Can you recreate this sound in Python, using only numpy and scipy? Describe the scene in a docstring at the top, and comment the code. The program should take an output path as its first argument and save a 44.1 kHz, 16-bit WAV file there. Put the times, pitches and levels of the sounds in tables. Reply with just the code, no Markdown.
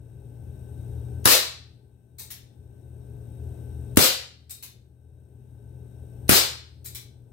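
"""A ventilation fan hums throughout, built from tones and filtered noise, under a faint electronic hiss and whine.
A CO2 revolver then fires three BBs across a wood-panelled room at a cardboard target near the camera.
Each shot is steel clicks, a muzzle pop and a jet of gas, then a slap on the cardboard, all made of shaped noise.
The camera's gain control ducks at each shot and lets the hum swell back slowly.
Half a second or more after each shot the hammer is cocked with two steel clicks that ring the frame."""
import sys
import numpy as np
from scipy import signal
from scipy.fft import rfft, irfft, next_fast_len
from scipy.io import wavfile
from scipy.ndimage import uniform_filter1d, minimum_filter1d, map_coordinates

SR = 44100
rng = np.random.default_rng(int(sys.argv[2]) if len(sys.argv) > 2 else 0)


def transcribe(signal):
    """Save signal, clipped to [-1, 1], as a 16-bit WAV file at the path in sys.argv[1]."""
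    frames = np.atleast_2d(signal).T
    limited = np.clip(frames, -1, 1)
    pcm = np.round(limited * 32767).astype(np.int16)
    wavfile.write(sys.argv[1], SR, pcm)


N = 322978
TIME = np.arange(N) / SR  # seconds through the scene
AGE = TIME[:SR]  # seconds since a short sound began
# Tone colour of the locking steel parts: (frequency [Hz], relative level [dB])
LOCK_STEEL = [(400, -28.5), (700, -15), (1100, -16.5), (1800, -14), (2350, -8), (2900, -9), (3700, -5.5),
              (6000, -6.5), (8000, -8), (11500, -4.5), (16000, -2)]


def amp(db):
    """Turn decibels into a gain."""
    return 10 ** (np.asarray(db) / 20)


def unit(x):
    """Scale to an average (rms) level of 1."""
    return x / np.sqrt(np.mean(x ** 2) + 1e-20)


def along(points, hz):
    """Read a curve of (frequency, value) points on a logarithmic frequency axis."""
    point_hz, value = np.transpose(points)
    return np.interp(np.log(hz + 1), np.log(point_hz + 1), value)


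def filtered(x, response):
    """Multiply the spectrum of x by a gain that depends on frequency."""
    size = x.shape[-1]
    padded = next_fast_len(size + SR // 2)
    spectrum = rfft(x, padded) * response(np.fft.rfftfreq(padded, 1 / SR))
    return irfft(spectrum, padded)[..., :size]


def coloured(x, spectrum):
    """Give x a tone colour with a filter of unit energy that never sounds ahead of its input."""
    size = 8192
    gain = amp(along(spectrum, np.fft.rfftfreq(size, 1 / SR)))
    # Folding the cepstrum puts the whole response after time zero
    cepstrum = irfft(np.log(gain))
    cepstrum[1:size // 2] *= 2
    cepstrum[size // 2 + 1:] = 0
    kernel = irfft(np.exp(rfft(cepstrum)))
    kernel /= np.linalg.norm(kernel)
    return signal.fftconvolve(x, kernel)[:len(x)]


def noise(spectrum, channels):
    """Make steady coloured noise of rms 1, unrelated between channels."""
    white = rng.standard_normal((channels, N))
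    return unit(filtered(white, lambda hz: amp(along(spectrum, hz))))


def wobble(rate):
    """Draw a smooth random curve over the whole scene, with rate random points a second."""
    return map_coordinates(rng.standard_normal(8000), [TIME * rate], mode="mirror")


def leaning(x, side):
    """Tilt the stereo image by a left-minus-right level difference at each frequency."""
    return filtered(x, lambda hz: amp(np.outer([.5, -.5], along(side, hz))))


def burst(envelope):
    """Shape noise by an envelope and scale it to unit energy."""
    x = envelope * rng.standard_normal(len(envelope))
    return x / np.linalg.norm(x)


def blow(t60, rough):
    """Mix a one-sample impulse with a fading turbulent burst, which holds the share rough of the energy."""
    rough = np.clip(rough, 0, 1)
    impulse = np.sqrt(1 - rough) * (AGE == 0)
    turbulent = np.sqrt(rough) * burst(amp(-60 * AGE / t60))
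    return impulse + turbulent


def in_room(x, wet_db, near_s, life):
    """Add sharp echoes from floor and near walls, then a fading tail, at each of two microphones."""
    # How long the room rings, before life scales it: (frequency [Hz], time to fade by 60 dB [s])
    ring_times = [(60, .2), (170, .23), (350, .37), (700, .44), (2000, .48), (4300, .5), (7500, .38),
                  (11000, .31), (16000, .25)]
    hz, t, bins = signal.stft(rng.standard_normal((2, SR)), SR, nperseg=256)
    fade = amp(-60 * t / (life * along(ring_times, hz)[:, None]))
    tail = signal.istft(bins * fade, SR, nperseg=256)[1][:, :SR]
    tail *= 1 - np.exp(-AGE / 0.0036)  # the reflections thicken
    # Random spikes, thinning in strength over near_s seconds
    near = np.array([burst(np.exp(-AGE / near_s) * (rng.random(SR) < .12)) for _ in range(2)])
    direct = 0.26 * (AGE == 0)
    response = direct + near + amp(wet_db) * tail / np.linalg.norm(tail[0])
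    response /= np.linalg.norm(response[0])
    return signal.fftconvolve(x[None], response, axes=1)[:, :SR]


def add(track, s, sound):
    """Mix a sound into the track at s seconds."""
    part = track[:, round(s * SR):][:, :SR]
    part += sound[:, :part.shape[1]]


def fan():
    """Motor tones and duct rumble reach both microphones alike; rushing air is partly diffuse; flow sways all."""
    # Motor tones: (frequency [Hz], level [dB])
    motor_tones = [(79.5, -45.5), (119.3, -41), (269, -67), (414, -61.5), (538, -69.5)]
    # Duct rumble: (frequency [Hz], relative level [dB])
    rumble_colour = [(15, -47.5), (30, -26.5), (48, -13.5), (58, 0.5), (68, 0), (79, 7), (92, -1.5),
                     (110, -5.5), (135, -2), (165, -11.5), (260, -59)]
    # Rushing air: (frequency [Hz], relative level [dB])
    air_colour = [(90, -18), (170, 4), (300, 0), (420, 1), (510, -10), (620, -10), (720, -15.5), (840, -14),
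                  (1100, -34), (2000, -39.5), (5000, -62.5)]
    rumble_db, air_db = -41, -50
    low_sway_db, air_sway_db = 1.83, 0.93  # how far the bass and the rush follow the flow
    flow = wobble(6.0)
    hum = 0
    for hz, db in motor_tones:
        phase = 2 * np.pi * hz * TIME + 0.71 * wobble(7.4)
        hum = hum + amp(db) * np.sqrt(2) * np.sin(phase)
    rumble = amp(rumble_db) * noise(rumble_colour, channels=1)
    low = amp(low_sway_db * flow) * (hum + rumble)
    rush = unit(noise(air_colour, channels=2) + 1.1 * noise(air_colour, channels=1))
    return low + amp(air_db + air_sway_db * flow) * rush


def electronics():
    """The camera's own faint hiss, with wavering narrow noise bands as whistles and a fluttering whine of tones."""
    # Hiss: (frequency [Hz], relative level [dB])
    hiss_colour = [(500, 1.5), (1200, 0.5), (2100, -4.5), (2800, 1), (4000, -4.5), (4700, -13.5),
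                   (5800, -3.5), (7400, -8.5), (8700, -0.5), (10500, -5), (12500, 0), (16000, -4)]
    # Narrow bands in the hiss: (centre frequency [Hz], width [Hz], level [dB])
    whistles = [(1560, 150, -80), (2610, 110, -84), (3780, 60, -83.5), (5545, 90, -85.5),
                (8330, 160, -80.5), (12000, 300, -85.5)]
    # Thin electrical whine, its top lines a buzz rate apart: (frequency [Hz], relative level [dB])
    whine_tones = [(1533, -78), (3777, -87), (8199, -84), (8258, -80), (8317, -84), (8376, -80)]
    hiss = amp(-68.0) * noise(hiss_colour, channels=2)
    for centre, width, db in whistles:
        white = rng.standard_normal((2, N))
        band = unit(filtered(white, lambda hz: 1 / (1 + (2 * (hz - centre) / width) ** 2)))
        hiss += amp(db + 1.8 * wobble(9.9)) * band
    whine = 0
    for hz, db in whine_tones:
        flutter = amp(db + 1.8 * wobble(40))
        whine = whine + flutter * np.sin(2 * np.pi * hz * TIME + 0.36 * wobble(20))
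    return hiss + amp(4.0) * whine


def shots():
    """The sear slips, the hammer hits the valve, gas pops and vents briefly, and the BB slaps the cardboard."""
    # Shots: (time [s], relative pop level [dB], relative low push level [dB], relative gas jet level [dB],
    # delay until the BB strikes [s], relative strike level [dB])
    firings = [(1.2555, -1.5, -8, -3, .022, -6), (3.9719, -2.5, 0, -3, .031, -9),
               (6.293, -4, -11, -5, 0.026, -6.5)]
    # Tone colours of hammer and pop, shoved air, gas jet, cardboard: (frequency [Hz], relative level [dB])
    pop_colour = [(25, -19.5), (90, -6.5), (200, -4), (550, -4), (850, -9.5), (1600, -8.5), (3500, -13),
                  (7000, -17), (13000, -11.5), (16000, -15)]
    push_colour = [(25, -21.5), (80, 1), (170, -1), (240, -0.5), (400, -11), (900, -27), (3000, -48.5)]
    jet_colour = [(100, -33.5), (250, -14.5), (480, 1), (800, -9), (1500, -8), (2500, -4), (4300, 2),
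                  (6500, -4.5), (8200, -2), (10000, -7), (13000, -1.5), (16000, -4.5)]
    cardboard_colour = [(25, -21), (100, 1.5), (330, -3), (800, -10), (1500, -9.5), (4000, -15),
                        (16000, -27.5)]
    rise_s, shut_s = .014, .082
    valve = (1 - np.exp(-AGE / rise_s)) / (1 + (AGE / shut_s) ** 10)  # the flow builds, then the valve shuts
    out = np.zeros((2, N))
    for s, pop_db, push_db, jet_db, flight_s, strike_db in firings:
        sear = coloured(blow(t60=.008, rough=1.0), LOCK_STEEL)
        add(out, s - .012, amp(2.0) * in_room(sear, wet_db=7, near_s=0.0072, life=1.0))

        hammer = coloured(blow(t60=0.0039, rough=0.96), pop_colour)
        add(out, s - .003, amp(17) * in_room(hammer, wet_db=4.0, near_s=0.013, life=0.36))

        pop = coloured(-blow(t60=0.004, rough=.16), pop_colour)
        add(out, s, amp(pop_db + 37.0) * in_room(pop, wet_db=-1, near_s=0.004, life=0.98))
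        # Slap from the far wall
        add(out, s + .019, amp(pop_db + 28.5) * in_room(pop, wet_db=-5.5, near_s=0.0017, life=1.0))

        # The air that the gas shoves aside
        push = coloured(-blow(t60=0.0051, rough=0.0072), push_colour)
        add(out, s + 0.00082, amp(push_db + 32.5) * in_room(push, wet_db=-2, near_s=0.0024, life=.9))

        turbulence = amp(1.9 * wobble(350)[:SR])
        jet = coloured(burst(valve * turbulence), jet_colour)
        add(out, s, amp(jet_db + 38.5) * in_room(jet, wet_db=13.5, near_s=0.0032, life=0.94))

        strike = coloured(-blow(t60=0.0036, rough=.5), cardboard_colour)
        add(out, s + flight_s, amp(strike_db + 26.5) * in_room(strike, wet_db=1.5, near_s=0.0077, life=1.0))
    return out


def cocking(clicks, steel, gain_db, second_s, second_db, rattle_db, ring_hz, ring_db):
    """Each click is two quick steel contacts among tiny rattles; they ring the frame, heard mostly via the room."""
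    out = np.zeros((2, N))
    ring = np.sin(2 * np.pi * ring_hz * AGE) * amp(-60 * AGE / 0.26)
    ring /= np.linalg.norm(ring)
    for s, db in clicks:
        for delay, contact_db in [(0, 0), (second_s, second_db)]:
            # About 400 tiny knocks a second, dying away
            rattle = burst(np.exp(-AGE / 0.017) * (rng.random(SR) < 400 / SR))
            contact = coloured(blow(t60=0.027, rough=0.74) + amp(rattle_db) * rattle, steel)
            contact += amp(ring_db) * ring
            heard = in_room(contact, wet_db=3.5, near_s=0.0084, life=0.8)
            add(out, s + delay, amp(db + gain_db + contact_db) * heard)
    return out


def scene():
    """Place the revolver a little to the left over a steady background that leans further left."""
    # The hammer is drawn and the cylinder starts to turn: (time [s], relative level [dB])
    draw_clicks = [(2.184, -32.5), (4.4955, -31), (6.8445, -33.5)]
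    # Hammer and cylinder lock: (time [s], relative level [dB])
    lock_clicks = [(2.3035, -31), (4.626, -29.5), (6.948, -30)]
    # Tone colour of the steel as the hammer is drawn: (frequency [Hz], relative level [dB])
    draw_steel = [(400, -21.5), (700, -18.5), (1100, -21.5), (2400, -13.5), (3100, -18), (4000, -4.5),
                  (5500, -10.5), (7000, -8), (8500, -1.5), (10500, -10), (13700, -3), (16000, -7.5)]
    # Stereo lean of revolver and background: (frequency [Hz], left minus right level [dB])
    gun_side = [(60, -1), (180, -.5), (380, 3), (1300, 6), (4400, 2), (8000, 5), (15000, 7.5)]
    floor_side = [(60, 5), (400, 8.5), (1300, 12.5), (3000, 7.5), (8200, 14), (15000, 11)]
    background = leaning(fan() + electronics(), floor_side)
    draws = cocking(draw_clicks, draw_steel, gain_db=33.5, second_s=.011, second_db=5.5,
                    rattle_db=-6.0, ring_hz=3773, ring_db=-17.5)
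    locks = cocking(lock_clicks, LOCK_STEEL, gain_db=36.5, second_s=0.0067, second_db=-0.5,
                    rattle_db=-11.5, ring_hz=3560, ring_db=-22.5)
    return leaning(shots() + draws + locks, gun_side) + background


def gain_control(x, limit_db, hold_s, release_db, start_db):
    """Turn down above the limit, hold, then recover by release_db each second; it starts start_db down."""
    power = np.abs(uniform_filter1d(np.mean(x ** 2, axis=0), size=1100))  # averaged over 25 ms
    excess = np.maximum(10 * np.log10(power + 1e-12) - limit_db, 0)
    hold = int(abs(hold_s) * SR) // 2
    held = -minimum_filter1d(-excess, 2 * hold + 1, origin=hold)  # largest excess of the past hold_s
    # A running maximum on a rising ramp gives a cut that falls at a steady rate
    ramp = release_db * TIME
    cut = np.maximum.accumulate(np.maximum(held + ramp, start_db)) - ramp
    return x * amp(-uniform_filter1d(cut, size=64))


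def record(dry):
    """The camera rides the gain, rounds off the highest peaks and cuts steeply above its band limit."""
    top_hz = 15850
    x = gain_control(dry, limit_db=-9.5, hold_s=0.96, release_db=10.0, start_db=8.5)
    x = x / (1 + x ** 6) ** (1 / 6)
    return filtered(x, lambda hz: 1 / (1 + (hz / top_hz) ** 140))


dry = scene()
out = record(dry)
transcribe(out)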